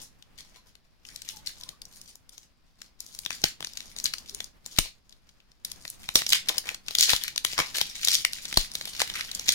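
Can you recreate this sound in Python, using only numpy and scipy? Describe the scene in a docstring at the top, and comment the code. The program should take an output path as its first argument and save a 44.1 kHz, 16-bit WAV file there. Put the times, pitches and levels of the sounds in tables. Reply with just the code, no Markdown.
"""A burst of fine crackle over a dull skin rub and faint room noise, then sparse snaps, dense once the film opens.
Two hands twist, pick at and peel the plastic wrapper off a lollipop, close to a phone in a small, quiet room.
Each crease is a short grain: brief noisy rise, sharp step, film rattle shaped by a facet resonance, low body.
Finger strokes swell the level of the small grains; skin rubs (coloured noise) and squeaks (wavering sines).
The hardest pops thud (decaying sines) and puff air (high-passed pushes); decaying noise bands echo the room."""
import sys
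import numpy as np
from scipy import signal
from scipy.fft import rfft, irfft, next_fast_len
from scipy.io import wavfile

SR = 44100
rng = np.random.default_rng(int(sys.argv[2]) if len(sys.argv) > 2 else 0)


def log_audio(samples):
    """Write samples as a 16-bit WAV file to the path given in sys.argv[1]."""
    # one column per channel
    frames = np.atleast_2d(samples).T
    # limit to full scale, then quantise
    limited = np.clip(frames, -1, 1)
    pcm = np.round(limited * 32767).astype(np.int16)
    wavfile.write(sys.argv[1], SR, pcm)


N = 420713
TIME = np.arange(N) / SR
GRAIN, LEAD = 512, 96  # samples in a grain, samples of it before the snap


def undb(db):
    """Decibels to gain."""
    return 10 ** (np.asarray(db) / 20)


def curve(rows):
    """Gain at every sample from (t/s, level/dB) rows."""
    return undb(np.interp(TIME, *np.transpose(rows)))


def colour(points, size):
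    """Gain of an (f/Hz, level/dB) spectrum on FFT bins, interpolated over log f."""
    hz, db = np.transpose(points)
    log_hz = np.log(np.fft.rfftfreq(size, 1 / SR) + 1)
    return undb(np.interp(log_hz, np.log(hz), db))


def unit(x):
    """Scale every row to unit energy."""
    return x / np.sqrt(np.sum(x ** 2, axis=-1, keepdims=True))


def causal(gain):
    """Minimum-phase spectrum: the response starts at once, then dies away."""
    cepstrum = irfft(np.log(gain))
    cepstrum[..., 1:GRAIN // 2] *= 2
    cepstrum[..., GRAIN // 2 + 1:] = 0
    return np.exp(rfft(cepstrum))


def walk(rate_hz):
    """Smooth random drift with a spread near 1, rate_hz knots per second."""
    knots = rng.standard_normal(4096)
    return np.interp(TIME * rate_hz, np.arange(len(knots)), knots)


def noise(points, shared, pan_db):
    """Coloured stereo noise of rms 1, partly common to both channels."""
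    size = next_fast_len(N)
    white = rng.standard_normal((3, size))
    spectrum = rfft(white[:2] + shared * white[2]) * colour(points, size)
    x = irfft(spectrum, size)[:, :N] * undb([[pan_db / 2], [-pan_db / 2]])
    return x / x.std()


# quiet room spectrum: f/Hz, relative level/dB per Hz
QUIET_SPECTRUM = [(20, 6), (60, 5.5), (200, -18.5), (500, -24.5), (1500, -29.5), (5000, -17), (7500, -38),
                  (15000, -46.5)]


def quiet_room(rms_db=-66.5):
    """Steady coloured noise stands for the room at rest."""
    return undb(rms_db) * noise(QUIET_SPECTRUM, shared=0.48, pan_db=4.5)


# film spectrum: f/Hz, relative level/dB per Hz
FILM_SPECTRUM = [(300, -18.5), (1400, -1), (1900, -1.5), (2800, -5.5), (3900, -2), (5500, -1.5),
                 (7000, -3.5), (8200, -7), (10500, -3), (14000, -6.5), (15500, -6.5)]


def buckle(facet_hz, body_db, treble_db, body_hz=1000, body_low_hz=170):
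    """One stereo grain per crease: a brief noisy rise, a sharp step, then a facet rattle; taut film also knocks."""
    treble_hz, treble_spread_db = 8000, 1.5
    rise, rise_s, rattle_s, rattle_spread = 0.49, 0.0033, 0.0016, 0.32
    sharpness, ring, ring_width, ring_above, ring_octaves = 1.535, 2.03, 0.063, 1.386, 0.54
    count = len(facet_hz)
    t = (np.arange(GRAIN) - LEAD) / SR
    hz = np.fft.rfftfreq(GRAIN, 1 / SR) + 10
    chance = rng.standard_normal((count, 3, GRAIN + 1))
    own = chance[:, :, :1]  # per-crease draws: rattle length, lag, note

    # folds face different ways: each microphone port hears its own mix
    folds = chance[:, :1, 1:] + chance[:, 1:, 1:]
    before = rise * unit(folds * (t < 0) * np.exp(-np.abs(t) / rise_s))
    decay_s = rattle_s * np.exp(rattle_spread * own[:, :1])
    after = unit(folds * (t > 0) * np.exp(-np.abs(t) / decay_s))
    step = -1. * (t == 0)

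    # weak below the facet resonance, gentle fade above it
    ratio = hz / facet_hz[:, None]
    facet = ratio ** 2 / np.hypot(1 - ratio ** 2, ratio / sharpness) / np.hypot(1, ratio)
    # a neighbouring facet of chance size rings along
    note = ring_above * 2 ** (ring_octaves * own[:, 2])
    facet = facet * np.hypot(1, ring / np.hypot(1, (ratio / note - 1) / ring_width))
    # some folds break more crisply
    crisp_db = treble_db + treble_spread_db * rng.standard_normal(count)
    facet = facet * undb(crisp_db[:, None] / (1 + (treble_hz / hz) ** 4))
    film = causal(colour(FILM_SPECTRUM, GRAIN) * facet)[:, None]
    crack = unit(irfft(rfft(before + step + after) * film))

    body = hz / np.hypot(hz, body_low_hz) / np.hypot(1, (hz / body_hz) ** 2)
    knock = unit(irfft(rfft(step + after) * causal(body)))
    grains = crack + undb(body_db)[:, None, None] * knock * undb([[1.5], [-2.5]])
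    # right port hears it some samples later
    lag = np.clip(6.5 + .9 * own[:, 1], 0, None)
    grains[:, 1] = irfft(rfft(grains[:, 1]) * np.exp(-2j * np.pi * hz * lag / SR))
    return grains


# where the wrapper is worked between the two ports: t/s, left minus right level/dB
SIDE = [(0, 11), (2, 5.5), (4.8, 6.5), (5.8, 4.5), (6.3, 0.5), (7.2, 7.5), (8.6, 2), (9.5, 2)]


def side_db(times, spread_db, chance):
    """Pan of creases: the working place plus a random spread."""
    return np.interp(times, *np.transpose(SIDE)) + spread_db * chance


def place(times, grains, pan_db):
    """Sum panned stereo grains on the time line."""
    first = np.clip(times * SR - LEAD, 0, N).astype(int)
    where = (first[:, None] + np.arange(GRAIN)).ravel()
    sides = np.sqrt(2) * unit(undb(np.outer(pan_db, [.5, -.5])))
    channels = [np.bincount(where, (grains[:, c] * sides[:, c, None]).ravel(), N)[:N] for c in range(2)]
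    return np.array(channels)


# finger strokes; a tight twist has small, high facets, open film large, low, hollow ones:
# start t/s, length/s, fine crackle level/dB, facet resonance f/Hz, low body level/dB re crack
STROKES_ON_FILM = [(0, 0.0075, -39.5, 4800, -18), (0.38, 0.021, -53.5, 3540, -28),
                   (0.453, 0.11, -57.5, 3330, -12.5), (0.668, 0.022, -62.5, 3370, -11),
                   (1.054, 0.32, -57, 4100, -32), (1.277, 0.022, -47, 4000, -40),
                   (1.462, 0.012, -40, 4060, -39), (1.53, .18, -57.5, 4140, -17),
                   (1.888, 0.22, -56.5, 4620, -37), (2.32, 0.12, -61, 3970, -15),
                   (2.795, 0.068, -63, 3420, -14.5), (3.005, 0.49, -57, 4460, -20),
                   (3.32, 0.027, -39, 3400, -28), (3.444, 0.0083, -32, 3260, -27),
                   (3.615, 0.29, -52.5, 3870, -26), (3.966, 0.23, -50, 4250, -18),
                   (4.047, 0.018, -37, 3270, -47), (4.261, 0.17, -50, 4240, -37),
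                   (4.656, 0.14, -51, 4200, -25), (4.759, 0.093, -42, 3470, -22.5),
                   (5.113, 0.015, -64, 3780, -18), (5.274, 0.018, -66, 3500, -25),
                   (5.66, 0.022, -51.5, 3450, -27), (5.699, 0.25, -55.5, 4570, -27),
                   (6.003, .12, -55.5, 4360, -27), (6.163, 0.035, -29.5, 4700, -18),
                   (6.28, 0.026, -38, 5700, -38), (6.315, 0.027, -24, 2930, -21),
                   (6.472, 0.084, -38.5, 2650, -12), (6.659, 0.033, -35, 2160, -9),
                   (6.862, 0.11, -47.5, 3250, -20), (6.989, 0.04, -21, 3830, -32.5),
                   (7.057, 0.086, -28, 3560, -33), (7.08, 0.027, -31.5, 2000, 7),
                   (7.207, 0.085, -39.5, 2680, -26), (7.453, 0.071, -35.5, 3550, -33),
                   (7.578, 0.028, -29.5, 2050, -10), (7.66, .09, -47, 3400, -16),
                   (7.758, 0.052, -32, 2860, -17), (7.815, .2, -45, 3500, -31),
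                   (8.029, 0.13, -30.5, 4000, -42), (8.054, 0.03, -30.5, 2000, -2),
                   (8.165, 0.037, -34.5, 3800, -47), (8.312, 0.32, -45, 3560, -27),
                   (8.563, 0.055, -35, 3330, -25), (8.714, 0.76, -44, 3530, -21),
                   (8.935, .05, -38, 3580, -25), (9.007, 0.013, -27.5, 2340, -11.5),
                   (9.077, 0.13, -36.5, 2340, -21), (9.32, .12, -47, 3800, -30),
                   (9.5, 0.069, -27, 3430, -37)]


def crumple(t):
    """Strokes swell, hold and die away: gain, facet Hz and body dB at times t, weighted by stroke power."""
    attack_s, release_s, held_db = 0.011, 0.02, -79.5  # film held still ticks faintly
    start, length, db, hz, body_db = np.transpose(STROKES_ON_FILM)[:, :, None]
    fade = np.maximum(start - t, 0) / attack_s + np.maximum(t - start - length, 0) / release_s
    power = (undb(db) * np.exp(-fade)) ** 2 + 1e-20
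    total = power.sum(axis=0)
    share = power / total
    gain = np.sqrt(total + undb(held_db) ** 2)
    return gain, (share * hz).sum(axis=0), (share * body_db).sum(axis=0)


def crackle(count=3200):
    """Small creases give way in flurries, scaled by the force crumpling the film."""
    spread_db, flurry_db, octaves, body_spread_db = 7.5, 3.5, 0.4, 5
    size, pitch, body, pan = rng.standard_normal((count, 4)).T
    times = (np.arange(count) + rng.uniform(-2, 2, count)) / count * N / SR
    flurry = np.interp(times, TIME, walk(rate_hz=60))
    sizes = undb(spread_db * np.minimum(size, 1.5) + flurry_db * flurry)
    sizes *= np.sqrt(N / np.sum(sizes ** 2))
    force, usual_hz, hollow_db = crumple(times)
    facet_hz = usual_hz * 2 ** (octaves * pitch)
    body_db = hollow_db + body_spread_db * body
    grains = buckle(facet_hz, body_db, treble_db=np.zeros(count), body_hz=1200, body_low_hz=900)
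    grains = grains * (sizes * force)[:, None, None]
    return place(times, grains, side_db(times, 3, pan))


# skin rub spectrum: f/Hz, relative level/dB per Hz
SKIN_SPECTRUM = [(25, 10), (60, 0.5), (200, 0), (400, -10), (1100, -12), (2500, -15.5), (6000, -30)]
# fingers sliding on film and stick: t/s, level/dB before press, gain and drift
RUB_LEVELS = [(0.0, -60), (.9, -66), (1.3, -59.5), (1.7, -58.5), (2.7, -67), (3.37, -60), (4.36, -57.5),
              (5.05, -66), (5.6, -65.5), (5.7, -59), (6.5, -57.5), (6.82, -59.5), (8.3, -58.5), (9.54, -56)]


def fingers(gain_db=3, uneven_db=1.5, grip_db=-1.5, effort=.12):
    """Skin slides and catches: dull noise, uneven, pressed harder as the film is crumpled harder."""
    t = TIME[::LEAD]
    force = crumple(t)[0]
    press = np.interp(TIME, t, force / np.median(force)) ** effort
    drift_db = uneven_db * walk(rate_hz=40) + grip_db * walk(rate_hz=21)
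    rub = noise(SKIN_SPECTRUM, shared=0.44, pan_db=-1.0)
    return rub * curve(RUB_LEVELS) * press * undb(gain_db + drift_db)


# room echo bands: f/Hz, gain/dB, t60/s
ROOM_BANDS = [(150, 7.5, 0.064), (427, -4, 0.19), (1000, -1.5, 0.2), (2000, 2.5, 0.22), (3500, 4, 0.21),
              (5950, 3, 0.2), (9000, 4.5, 0.18), (13600, 2.5, 0.18)]


def room(x, build_s=0.0013, first_s=0.00024):
    """Diffuse small-room echo: noise bands with their own decay, different at each port."""
    size = 2 ** 15
    t = np.arange(size) / SR
    hz, db, t60 = np.transpose(ROOM_BANDS)
    white = rfft(rng.standard_normal((2, size)))
    log_hz = np.log(np.fft.rfftfreq(size, 1 / SR) + 1)
    onset = 1 - np.exp(-np.maximum(t - first_s, 0) / build_s)
    echo = 0
    for band, band_db, band_t60 in zip(np.eye(len(hz)), db, t60):
        fade = unit(onset * np.exp(-np.log(1000) * t / band_t60))
        band_noise = irfft(white * np.interp(log_hz, np.log(hz), band))
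        echo = echo + undb(band_db) * fade * band_noise
    return signal.fftconvolve(x[None], echo, axes=1)[:, :N]


# creases that snap out above the crackle:
# t/s, crack level/dB (rms over span_s), facet resonance f/Hz, low body level/dB re crack
LARGE_CREASES = [(0.225, -47, 3500, -25), (0.4074, -43.5, 4420, -20), (.754, -49, 2870, -17),
                 (1.0522, -43.5, 2490, -28), (1.0886, -42, 3200, -33), (1.161, -34.5, 4550, -38),
                 (1.2197, -36.5, 4300, -43), (1.2893, -30, 3800, -40), (1.3706, -43, 5030, -17),
                 (1.4732, -27.5, 3500, -38), (1.6116, -41, 4570, -23), (1.636, -36.5, 4100, -35),
                 (1.6909, -33.5, 4170, -23), (1.8186, -37.5, 4370, -42), (1.854, -42, 5170, -31),
                 (2.0153, -41.5, 5440, -38), (2.1558, -44.5, 5800, -18), (2.2936, -44, 5130, -40),
                 (2.38, -41, 4200, -19), (2.818, -38, 2860, -21), (3.005, -32, 6200, -35),
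                 (3.0645, -43, 5670, -30), (3.1497, -40.5, 4770, -30), (3.19, -31.5, 4800, -30),
                 (3.2512, -33.5, 3900, -41), (3.2619, -25, 2800, -17.5), (3.306, -27, 2330, -14),
                 (3.418, -41, 5100, -17), (3.4403, -12.5, 2900, -13), (3.6063, -35, 2630, -6.5),
                 (3.6268, -33, 2390, -13), (3.6468, -28, 2750, -21), (3.6712, -34, 4100, -17.5),
                 (3.735, -41.5, 5670, -30), (3.773, -30, 3350, -31), (3.8054, -35, 2840, -30),
                 (3.9645, -35.5, 4400, -17), (3.987, -31.5, 4950, -47), (4.0006, -32, 4100, -41),
                 (4.042, -23, 7600, -49), (4.057, -18.5, 3770, -49), (4.0638, -26.5, 3260, -43),
                 (4.1379, -25, 2380, -24.5), (4.1838, -35.5, 4040, -27), (4.2956, -35.5, 3700, -30),
                 (4.3478, -31, 5530, -36), (4.4046, -28.5, 3450, -17), (4.4433, -35, 6140, -26),
                 (4.6622, -33, 4550, -19), (4.788, -9.5, 2980, -14), (5.095, -51, 4840, -31),
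                 (5.1258, -47.5, 3500, -29), (5.2918, -52, 3500, -26), (5.4033, -55.5, 3200, -24),
                 (5.5177, -54.5, 3500, -18.5), (5.6496, -27, 4580, -42), (5.7173, -32, 4820, -28),
                 (5.8524, -34.5, 2180, -12), (5.8789, -34.5, 4900, -32), (5.9017, -32.5, 9000, -40),
                 (6.0899, -25, 2380, -13.5), (6.1567, -6, 3500, -22), (6.2195, -27, 2700, -8.5),
                 (6.2659, -23, 3300, -25), (6.3249, -16.5, 3170, -49), (6.3322, -11, 2850, -55),
                 (6.4874, -20, 3360, -32), (6.492, -19, 2850, -26.5), (6.4948, -23, 3000, -21.5),
                 (6.582, -18.5, 3950, -26), (6.6907, -24, 2360, -36), (6.746, -31.5, 2970, -22),
                 (6.884, -27, 2600, -30), (6.9094, -32, 2970, -14), (6.9519, -18, 3650, -38),
                 (6.986, -15.5, 3970, -27.5), (7.0095, -10.5, 3940, -42), (7.0272, -14, 3460, -36),
                 (7.0936, -20.5, 2680, -43), (7.1338, -16.5, 2250, -6.5), (7.164, -22.5, 3760, -41),
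                 (7.2376, -25, 4000, -47), (7.2807, -26.5, 2560, -33), (7.3614, -27.5, 3500, -16),
                 (7.379, -20.5, 3500, -31), (7.4495, -16, 2970, -19.5), (7.5333, -32.5, 3140, -12),
                 (7.6016, -20, 2000, -12.5), (7.7844, -23.5, 3500, -18), (7.8138, -16.5, 3130, -17),
                 (8.0494, -19, 5100, -40), (8.074, -19, 3850, -19.5), (8.0847, -15, 3830, -44),
                 (8.146, -20, 4800, -52), (8.1528, -16.5, 3700, -50), (8.2499, -13.5, 2830, -24.5),
                 (8.3336, -27, 3580, -45), (8.4542, -30, 3470, -22), (8.5274, -27.5, 2210, -13),
                 (8.542, -29, 3650, -24), (8.5733, -10, 4300, -10), (8.6123, -30, 3930, -28),
                 (8.717, -37, 4500, -29), (8.7536, -24, 3770, -22.5), (8.812, -30, 2800, -15.5),
                 (8.8548, -30.5, 3700, -20), (9.018, -18, 2800, -9.5), (9.1, -29, 2850, -21),
                 (9.1565, -30.5, 2060, -30), (9.2097, -25.5, 2150, -31), (9.3152, -29.5, 4100, -44),
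                 (9.35, -26.5, 5230, -38), (9.396, -28.5, 4270, -21.5), (9.4844, -20, 3500, -32),
                 (9.491, -11, 2980, -49)]


def snaps(span_s=0.0057, echo_db=-15, treble_db_per_db=0.09, usual_db=-26):
    """Large creases, brighter the harder they snap; returns near sound and mono room send."""
    s, db, facet_hz, body_db = np.transpose(LARGE_CREASES)
    grains = buckle(facet_hz, body_db, treble_db_per_db * (db - usual_db))
    grains = grains * (undb(db) * np.sqrt(span_s * SR))[:, None, None]
    pan_db = side_db(s, 1.0, rng.standard_normal(len(s)))
    sent = undb(echo_db) * place(s, grains, np.zeros(len(s)))[0]
    return place(s, grains, pan_db), sent


# skin dragging on the film: middle t/s, half-width/s (to 1/e^2), mean pitch f/Hz, level/dB before grip
SKIN_SQUEAKS = [(0.585, 0.035, 1000, -65), (1.369, 0.049, 842, -59.5), (1.65, .06, 1035, -65),
                (1.733, 0.041, 1170, -67), (4.342, 0.036, 390, -57.5)]


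def squeaks():
    """Stick and slip briefly falls into a tone of wavering pitch and broken level."""
    out = 0
    for s, length, hz, db in SKIN_SQUEAKS:
        phase = 2 * np.pi * np.cumsum(hz * (1 + .04 * walk(rate_hz=220))) / SR
        grip_db = 4 * walk(rate_hz=90) - 2
        swell = np.exp(-2 * ((TIME - s) / length) ** 2)
        out = out + np.sqrt(2) * undb(db + grip_db) * swell * np.sin(phase)
    return out


# pops that push air at the microphone: t/s, push peak level/dB before the bass cut, push decay/s
AIR_PUSHES = [(3.4404, -22.5, 0.0025), (4.7868, -12.5, 0.025), (6.159, -27, 0.014), (7.1334, -14, 0.0011),
              (8.5735, -10, 0.025)]


def puffs(port_hz=22, right_db=-14):
    """A pop shoves air, mostly at the left port; the microphone's bass cut swings back slowly."""
    push = 0
    for s, db, length in AIR_PUSHES:
        push = push - undb(db) * (TIME > s) * np.exp(-np.abs(TIME - s) / length)
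    bass_cut = signal.butter(4, port_hz, "high", fs=SR, output="sos")
    swing = signal.sosfilt(bass_cut, push + 1e-18)
    return swing * undb([[0], [right_db]])


# film lets go and a fingertip knocks on the candy: t/s, envelope start level/dB (left), f/Hz
CANDY_KNOCKS = [(4.7878, -25.5, 607), (6.156, -13, 330)]


def knocks(decay_s=0.0016, right_db=-6):
    """Short, dull thuds: sines damped at once by the fingers."""
    out = 0
    for s, db, hz in CANDY_KNOCKS:
        age = np.maximum(TIME - s, 0)
        out = out - undb(db) * np.exp(-age / decay_s) * np.sin(2 * np.pi * hz * age)
    return out * undb([[0], [right_db]])


def scene(crackle_room_db=-5):
    """Wrapper and fingers close by, their creases' echo, and the quiet of the room."""
    near, sent = snaps()
    fine = crackle()
    echo = room(sent + undb(crackle_room_db) * fine[0])
    film = near + fine + echo
    hands = fingers() + squeaks() + knocks()
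    return film + hands + puffs() + quiet_room()


def record(dry, limit=.75, top_hz=15800):
    """Peaks are clipped at the limit, then a steep low-pass removes the top."""
    low_pass = signal.ellip(10, .2, 90, top_hz, fs=SR, output="sos")
    return signal.sosfilt(low_pass, np.clip(dry, -limit, limit))


dry = scene()
out = record(dry)
log_audio(out)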